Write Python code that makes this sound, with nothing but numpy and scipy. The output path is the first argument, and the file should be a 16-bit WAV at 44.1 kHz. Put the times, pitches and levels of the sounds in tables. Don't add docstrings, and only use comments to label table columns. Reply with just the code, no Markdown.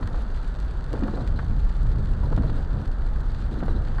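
import sys
import numpy as np
from scipy import signal
from scipy.fft import rfft, irfft
from scipy.io import wavfile
from scipy.ndimage import uniform_filter1d

SR = 44100
rng = np.random.default_rng(int(sys.argv[2]) if len(sys.argv) > 2 else 0)


def dump(signal):
    limited = np.clip(np.atleast_2d(signal).T, -1, 1)
    pcm = np.round(limited * 32767).astype(np.int16)
    wavfile.write(sys.argv[1], SR, pcm)


N = 176400

# time in seconds, level in dB (rumble and sway get a boost below).
RUMBLE_LEVELS = [(0, -27), (.18, -36.5), (.26, -38.5), (.9, -34), (1.25, -30), (1.33, -26), (1.43, -31.5),
                 (1.5, -24.5), (1.65, -34), (2.0, -24), (2.07, -28), (2.15, -27), (2.22, -26), (2.4, -24),
                 (2.66, -32), (2.77, -26), (2.95, -36), (3.1, -32.5), (3.45, -32), (3.72, -28.5), (4, -30)]
SWAY_LEVELS = [(0.0, -28.5), (1.26, -32), (1.4, -22.5), (1.46, -31.5), (1.53, -23.5), (2.94, -29.5),
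               (2.97, -24), (3.65, -32.5), (3.69, -26), (4.0, -28)]
TYRE_LEVELS = [(0, -43.5), (.8, -44), (1.7, -44.5), (2.5, -43.5), (3.1, -43.5), (4, -42.5)]

# frequency in Hz, relative strength in dB.
RUMBLE_TONE = [(35, -7.5), (56, -1.5), (82, 0.5), (100, -6.5), (122, -3.5), (150, -8), (200, -16.5),
               (300, -24.5), (600, -35), (1500, -68)]
SWAY_TONE = [(12, -22), (24, -0.5), (33, -1.5), (45, -5), (56, -7), (75, -29), (150, -73)]
TYRE_TONE = [(100, -24), (170, -6.5), (206, -7.5), (239, -3.5), (275, -10), (405, -10.5), (438, -12),
             (469, -11), (610, -13.5), (900, -13.5), (1060, -16.5), (1360, -14.5), (1720, -19.5),
             (2240, -39), (2600, -57), (3380, -52), (5720, -120)]
SPRAY_TONE = [(1500, 5.5), (2300, -1), (3100, 0), (4000, 2.5), (4600, 0), (5300, -14.5), (6000, -10.5),
              (8300, -13.5), (9400, -19), (11000, -23), (14000, -61.5)]
RUB_TONE = [(80, -29), (140, -1), (180, -8.5), (210, 4.5), (232, -12), (258, 1), (315, -6.5), (360, -12),
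            (480, -10.5), (620, -13.5), (800, -19), (1100, -25), (1500, -27), (2100, -45), (3200, -46.5),
            (5000, -47.5), (9000, -72)]
JUMP_TONE = [(100, -21), (210, -3), (300, 1.5), (400, 4), (750, -0.5), (1100, -4), (1550, -6.5),
             (2200, -24), (3000, -28), (4400, -27.5), (5500, -41.5), (10000, -51)]
KNOCK_TONE = [(100, -33), (450, -1.5), (800, 1.5), (1150, 2.5), (1550, 10), (2100, -7), (2900, -21),
              (4400, -18), (5500, -29), (10000, -57)]
DROP_TONE = [(300, -4), (900, -4), (1550, 11.5), (2300, 2), (3100, 1), (4200, 3.5), (4700, 1.5),
             (5300, -7.5), (6500, -9), (8400, -10), (9400, -22.5), (11000, -19), (12500, -25), (14000, -37),
             (16000, -29.5)]
SPRINKLE_TONE = [(3000, -26), (5000, 7.5), (6500, 3), (8300, -5), (9400, -8), (11000, 4), (12500, -16.5),
                 (14000, -13), (16000, -27)]

# start in seconds, seconds until it fades, level in dB.
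WIPER_DRAGS = [(-.05, 0.23, -42.5), (0.906, 0.3, -37.5), (1.433, 0.032, -48.5), (2.221, 0.32, -38.5),
               (2.713, 0.031, -40.5), (3.505, 0.08, -40), (3.624, 0.17, -40)]
# start in seconds, level in dB, pitch multiplier.
BLADE_THUMPS = [(0.930, -34, 1.2), (1.0227, -16, 1.05), (1.083, -27, 1.05), (1.134, -27, 1.05),
                (1.193, -30.5, 1.1), (2.237, -32, 1), (2.315, -29, 1.1), (2.375, -19, .95), (2.395, -25, 1),
                (2.449, -31, 1), (2.49, -27, 1.2), (3.517, -29, 1.2), (3.572, -26, 1.15), (3.624, -21, .92),
                (3.693, -27.5, 1.3), (3.751, -30, 1.3)]
# pitch in Hz, fade time in seconds, relative level in dB.
GLASS_NOTES = [(206.2, 0.024, -1.5), (262.3, 0.017, 0), (300, 0.02, -10)]
# middle in seconds, pitch in Hz, level in dB.
SQUEAKS = [(.185, 497, -43.5), (1.152, 4000, -53.5), (1.21, 4060, -58), (1.37, 4050, -56), (2.24, 950, -40),
           (2.26, 4000, -57), (2.48, 4060, -56), (2.57, 4000, -60.5), (3.53, 3950, -56.5),
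           (3.59, 4030, -56), (3.70, 3980, -55), (3.767, 3920, -51.5)]
# start in seconds, level in dB, added brightness in dB per octave.
BLADE_JUMPS = [(.027, -33, 5.5), (.143, -31, -0.5), (.18, -36, -4.5), (.936, -27, -7), (.950, -32.5, -2),
               (.972, -33, -3), (1.023, -31.5, 0.5), (1.034, -32.5, 5.5), (1.0795, -27, 1),
               (1.136, -30, -6.5), (1.172, -28, -2), (1.205, -31.5, -2), (1.427, -35.5, -2),
               (2.324, -26.5, -2), (2.376, -26, 1), (2.408, -36, -7), (2.434, -29.5, 0.5),
               (2.495, -33.5, 3), (2.742, -41, -5), (3.6255, -26.5, -4), (3.633, -37, 5.5),
               (3.681, -26.5, 0), (3.708, -39, 4), (3.772, -40, 0)]
ARM_KNOCKS = [(.075, -37.5, -1), (1.389, -29.5, 0), (3.983, -32, -3), (3.996, -29, -1)]
HEAVY_DROPS = [(.074, -34.5, 2.5), (.160, -42, 1), (.43, -45, 5), (.4775, -44, 6.5), (.588, -44, 3),
               (.601, -39.5, 4.5), (.8415, -39, 2), (.930, -34.5, 3.5), (.993, -44, 5), (1.035, -38, -5),
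               (1.075, -48, 7), (1.2755, -34, -0.5), (1.565, -43, 1), (1.649, -44, 3), (1.693, -42, 2),
               (1.767, -45, 5.5), (1.831, -46, 7), (2.057, -40, 0), (2.113, -44.5, 5.5), (2.364, -36, 1.5),
               (2.877, -43, 3), (2.915, -42, 3), (3.068, -52, 10), (3.204, -41.5, 2), (3.347, -39, -1),
               (3.604, -41, -6), (3.876, -43, -6), (3.957, -43, -3.5)]

RUMBLE_BOOST_DB, SWAY_BOOST_DB = 0.5, 4.5
SPRAY_DB, SPRAY_FLUTTER_DB = -61, 2.1
RAIN_DB, SPRINKLE_DB = -58, -79
ECHO_DB, WHINE_DB = -12, -87.5


def body_rumble():
    sway = steady(noise(SWAY_TONE), span_s=0.2) * curve(SWAY_LEVELS) * gain(SWAY_BOOST_DB)
    boom = steady(noise(RUMBLE_TONE), span_s=0.36) * curve(RUMBLE_LEVELS) * gain(RUMBLE_BOOST_DB)
    return sway + boom


def wipers():
    jumps = hits(BLADE_JUMPS, JUMP_TONE, attack_s=0.0004, decay_s=0.0062, pivot_hz=746)
    knocks = hits(ARM_KNOCKS, KNOCK_TONE, attack_s=0.0004, decay_s=0.0089, pivot_hz=1200)
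    return rubber_rub() + rubber_squeaks() + glass_thumps() + jumps + knocks


def rubber_rub(rise_s=0.016, fall_s=0.14, chatter_db=2.64):
    t, drag = np.arange(N) / SR, 0
    for start, length, db in WIPER_DRAGS:
        rise = np.clip((t - start) / rise_s, 0, 1)
        fall = np.exp(-np.maximum(t - start - length, 0) / fall_s)
        drag += gain(db) * rise * fall
    return steady(noise(RUB_TONE), span_s=0.044) * drag * gain(chatter_db * wobble(50))


def glass_thumps(attack_s=0.0027):
    t, out = np.arange(SR // 4) / SR, np.zeros(N + SR)
    push = 1 - np.exp(-t / attack_s)
    for start, db, pitch in BLADE_THUMPS:
        i = int(start * SR)
        for hz, decay_s, note_db in GLASS_NOTES:
            note = np.exp(-t / decay_s) * np.sin(2 * np.pi * hz * pitch * t)
            out[i:i + len(t)] += gain(db + note_db) * push * note
    return out[:N]


def rubber_squeaks(width_s=0.012, rough_db=2.5):
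    t, out = np.arange(N) / SR, 0
    for middle, hz, db in SQUEAKS:
        squeak = signal.lfilter(*signal.iirpeak(hz, Q=20, fs=SR), rng.standard_normal(N))
        swell = np.exp(-((t - middle) / width_s) ** 2)
        out += steady(squeak, span_s=0.015) * gain(db) * swell
    return out * gain(rough_db * wobble(300))


def tyres():
    roar = steady(noise(TYRE_TONE), span_s=0.18) * curve(TYRE_LEVELS)
    spray = noise(SPRAY_TONE) * gain(SPRAY_DB + SPRAY_FLUTTER_DB * wobble(44.6))
    return roar + spray


def rain():
    small = patter(DROP_TONE, per_s=400) * gain(RAIN_DB)
    sprinkle = patter(SPRINKLE_TONE, per_s=18) * gain(SPRINKLE_DB)
    heavy = hits(HEAVY_DROPS, DROP_TONE, attack_s=0.00015, decay_s=0.0015, pivot_hz=3500)
    return small + sprinkle + heavy


def patter(tone, per_s, scatter_db=5, range_db=14.5, splash_s=0.0015):
    lands = rng.random(N) < per_s / SR
    size_db = (scatter_db * rng.exponential(size=N)) % range_db
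    clicks = lands * gain(size_db) * rng.choice([-1, 1], N)
    fade = 2 / (splash_s * SR)
    splash = np.sqrt(signal.lfilter([fade], [1, -np.exp(-fade)], clicks ** 2))
    return unit(colour(clicks + splash * rng.standard_normal(N), tone))


def cabin_echo(x, decay_s=0.0067):
    t = np.arange(SR // 5) / SR
    tail = rng.standard_normal(len(t)) * np.exp(-t / decay_s)
    return gain(ECHO_DB) * signal.fftconvolve(x, tail / np.linalg.norm(tail))[:N]


def electric_whine(hz=7882):
    return np.sqrt(2) * gain(WHINE_DB) * np.sin(2 * np.pi * hz * np.arange(N) / SR)


def hits(rows, tone, attack_s, decay_s, pivot_hz):
    t, force = np.arange(SR // 10) / SR, np.zeros(N + SR)
    shape = np.exp(-t / decay_s) * (1 - np.exp(-t / attack_s))
    octaves = np.log2(np.clip(np.fft.rfftfreq(len(t), 1 / SR) / pivot_hz, 1 / 4, 4))
    for start, db, tilt in rows:
        burst = rfft(shape * rng.standard_normal(len(t)))
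        burst /= np.sqrt(uniform_filter1d(abs(burst) ** 2, size=50))
        burst *= np.linalg.norm(shape) * gain(db + tilt * octaves)
        i, kept = int(start * SR), len(t) // 2
        force[i:i + kept] += irfft(burst)[:kept]
    return colour(force[:N], tone)


def colour(x, tone):
    hz, db = np.array(tone, float).T
    log_hz = np.log(np.maximum(np.arange(N + 1) * SR / (2 * N), 1))
    beyond = np.maximum(log_hz - np.log(hz[-1]), 0) + np.maximum(np.log(hz[0]) - log_hz, 0)
    shape_db = np.interp(log_hz, np.log(hz), db) - 30 * beyond
    cepstrum = irfft(np.log(unit(gain(shape_db))))
    cepstrum[1:N] *= 2
    cepstrum[N + 1:] = 0
    return irfft(rfft(x, 2 * N) * np.exp(rfft(cepstrum)))[:N]


def noise(tone):
    return unit(colour(rng.standard_normal(N), tone))


def wobble(per_s):
    k = int(SR / per_s)
    steps = np.repeat(rng.standard_normal(N // k + 1), k)
    return unit(uniform_filter1d(uniform_filter1d(steps, k), k)[:N])


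def steady(x, span_s):
    return x / np.sqrt(uniform_filter1d(x ** 2, int(span_s * SR)))


def curve(rows):
    return gain(np.interp(np.arange(N) / SR, *np.array(rows).T))


def gain(db):
    return 10 ** (np.asarray(db) / 20)


def unit(x):
    return x / np.sqrt(np.mean(x ** 2))


def scene():
    glass = wipers() + rain()
    return (body_rumble() + tyres() + glass + cabin_echo(glass) + electric_whine())[None]


def record(dry):
    return signal.sosfilt(signal.ellip(8, .2, 70, 15000, fs=SR, output="sos"), dry)


dry = scene()
out = record(dry)
dump(out)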